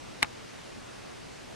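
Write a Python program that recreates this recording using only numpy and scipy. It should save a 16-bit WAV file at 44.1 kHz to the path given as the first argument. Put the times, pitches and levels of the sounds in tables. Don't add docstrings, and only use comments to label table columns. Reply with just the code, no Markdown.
import sys
import numpy as np
from scipy import signal
from scipy.fft import rfft, irfft
from scipy.io import wavfile
from scipy.ndimage import uniform_filter1d

SR = 44100
rng = np.random.default_rng(int(sys.argv[2]) if len(sys.argv) > 2 else 0)


def file_out(sig):
    cols = np.atleast_2d(sig).T
    lim = np.clip(cols, -1, 1)
    pcm = np.round(lim * 32767).astype(np.int16)
    wavfile.write(sys.argv[1], SR, pcm)


N = 68355

# t/s, level/dB, contact time/ms, ring send/dB
CASE_HITS = [(0.2235, -7, .095, -9), (0.2272, -7.5, .035, -11), (0.2279, .5, .035, 0),
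             (0.2313, -4.5, .02, -17), (0.2331, -4.5, .085, -15), (0.2455, -9.5, .11, -17)]
def case_tick(gain_db=2, low_cut_hz=80, port_lag_s=.00009):
    hits = np.zeros((2, N))
    for start_s, level_db, contact_ms, ring_db in CASE_HITS:
        add(hits, start_s, amp(level_db) * contact(contact_ms, ring_db))
    low_cut = signal.butter(2, low_cut_hz, "highpass", fs=SR, output="sos")
    left, right = signal.sosfilt(low_cut, hits)
    return amp(gain_db) * np.array([np.roll(left, round(port_lag_s * SR)), right])


def contact(contact_ms, ring_db):
    t = np.arange(SR // 8) / SR
    layers = amp(ring_db) * case_ring(t) + scrape(t) + rattle(t) + body_knock(t)
    push = np.exp(-2 * t[:SR // 200] * 1000 / contact_ms)
    push = np.convolve(push, push)
    return signal.lfilter(push / push.sum(), 1, layers)


# f/Hz, left port level/dB, right port level/dB, t60/s
CASE_MODES = [(765, -37, -27, .029), (840, -23, -36, .052), (1190, -26.5, -33, .031),
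              (1640, -29, -28, .014), (2090, -6, -6, .0078), (2360, -7, -7.5, .007), (2620, -20, -25, .017),
              (2950, -27, -13.5, .012), (3780, -18.5, -25, .024), (4380, -18, -16.5, .008),
              (5550, -25.5, -21, .008), (7900, -29, -31, .008), (10800, -18.5, -25, .009)]
def case_ring(t):
    ring = np.zeros((2, len(t)))
    for k, (hz, left_db, right_db, t60) in enumerate(CASE_MODES):
        envelope = amp(np.array([[left_db], [right_db]]) - 60 * t / t60)
        ring += (-1) ** k * envelope * np.sin(2 * np.pi * hz * t)
    return ring


# f/Hz, level/dB
SCRAPE_EQ = [(100, -8), (400, -10), (700, -5), (1250, -3), (2000, 1), (2700, 4), (3400, -7), (4000, -1),
             (5000, -6), (6500, -6), (9500, -10), (11000, -6), (12200, -12), (14000, -40)]
def scrape(t, gain_db=-17.4, t60=.011):
    grit = unit(colour(rng.standard_normal((2, len(t))), SCRAPE_EQ))
    return grit * amp(gain_db - 60 * t / t60)


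# f/Hz, level/dB
RATTLE_EQ = [(80, -11), (300, -5), (550, -9), (800, -7), (1200, 1), (1900, -7), (3000, -13), (4500, -25),
             (12000, -44)]
def rattle(t, gain_db=-33.6, t60=.07):
    noise = unit(colour(rng.standard_normal((2, len(t))), RATTLE_EQ))
    return noise * amp(gain_db - 60 * t / t60)


# f/Hz, level/dB, t60/s
BODY_MODES = [(112, -29.5, 0.05), (275, -38, 0.04)]
def body_knock(t):
    return sum(np.sin(2 * np.pi * hz * t) * amp(db - 60 * t / t60) for hz, db, t60 in BODY_MODES)


# f/Hz, level/dB
BED_EQ = [(20, -13), (40, -4), (64, -2.5), (120, -2.5), (280, -3), (420, -5.5), (700, -6), (2270, -9.5),
          (5800, -15), (9500, -23), (12000, -32), (12800, -39), (14000, -21.5)]
# f/Hz, side level over mid/dB
BED_WIDTH = [(25, -3), (60, -4), (110, 1), (190, 7), (350, 7.5), (630, 6), (1130, -0.5), (2040, -6),
             (3670, -6), (6600, -5.5), (11900, -1.5)]
def hiss_and_rumble(mid_db=-48.5, patch_depth_db=1.02):
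    frames = dict(nperseg=1024, noverlap=768)
    spectrum = signal.stft(rng.standard_normal((2, N)), **frames)[2]
    patches = uniform_filter1d(rng.standard_normal(spectrum.shape[1:]), size=12, axis=0)
    patches = unit(uniform_filter1d(patches, size=14, axis=1))
    noise = signal.istft(spectrum * amp(patch_depth_db * patches), **frames)[1][:, :N]
    mid, side = unit(colour(noise, BED_EQ))
    side = colour(side, BED_WIDTH)
    return amp(mid_db) * np.array([mid + side, mid - side])


def hum(hz=120.3, level_db=-64, drift_hz=1.25, tremolo_depth=0.44):
    cycles = np.cumsum(hz + drift_hz * wander(rate_hz=5.2)) / SR
    tremolo = 1 + tremolo_depth * wander(rate_hz=17)
    return amp(level_db) * unit(tremolo * np.sin(2 * np.pi * cycles))


def wander(rate_hz):
    hz = np.fft.rfftfreq(N, 1 / SR)
    lowpass = np.exp(-(hz / rate_hz) ** 2) * (hz > 0)
    return unit(irfft(rfft(rng.standard_normal(N)) * lowpass, N))


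def colour(x, eq):
    size = x.shape[-1]
    hz, db = np.transpose(eq)
    curve_db = np.interp(np.log(np.fft.rfftfreq(size, 1 / SR) + 1), np.log(hz + 1), db)
    return irfft(rfft(x) * amp(curve_db), size)


def amp(db):
    return 10 ** (np.asarray(db) / 20)


def unit(x):
    return x / np.sqrt(np.mean(x ** 2) + 1e-20)


def add(mix, start_s, sound):
    part = mix[:, round(start_s * SR):][:, :sound.shape[1]]
    part += sound[:, :part.shape[1]]


def scene():
    return hiss_and_rumble() + hum() + case_tick()


def record(dry):
    high_cut = signal.firwin(255, cutoff=13200, window=("kaiser", 8), fs=SR)
    return signal.oaconvolve(dry, high_cut[None], "same", axes=1)


dry = scene()
out = record(dry)
file_out(out)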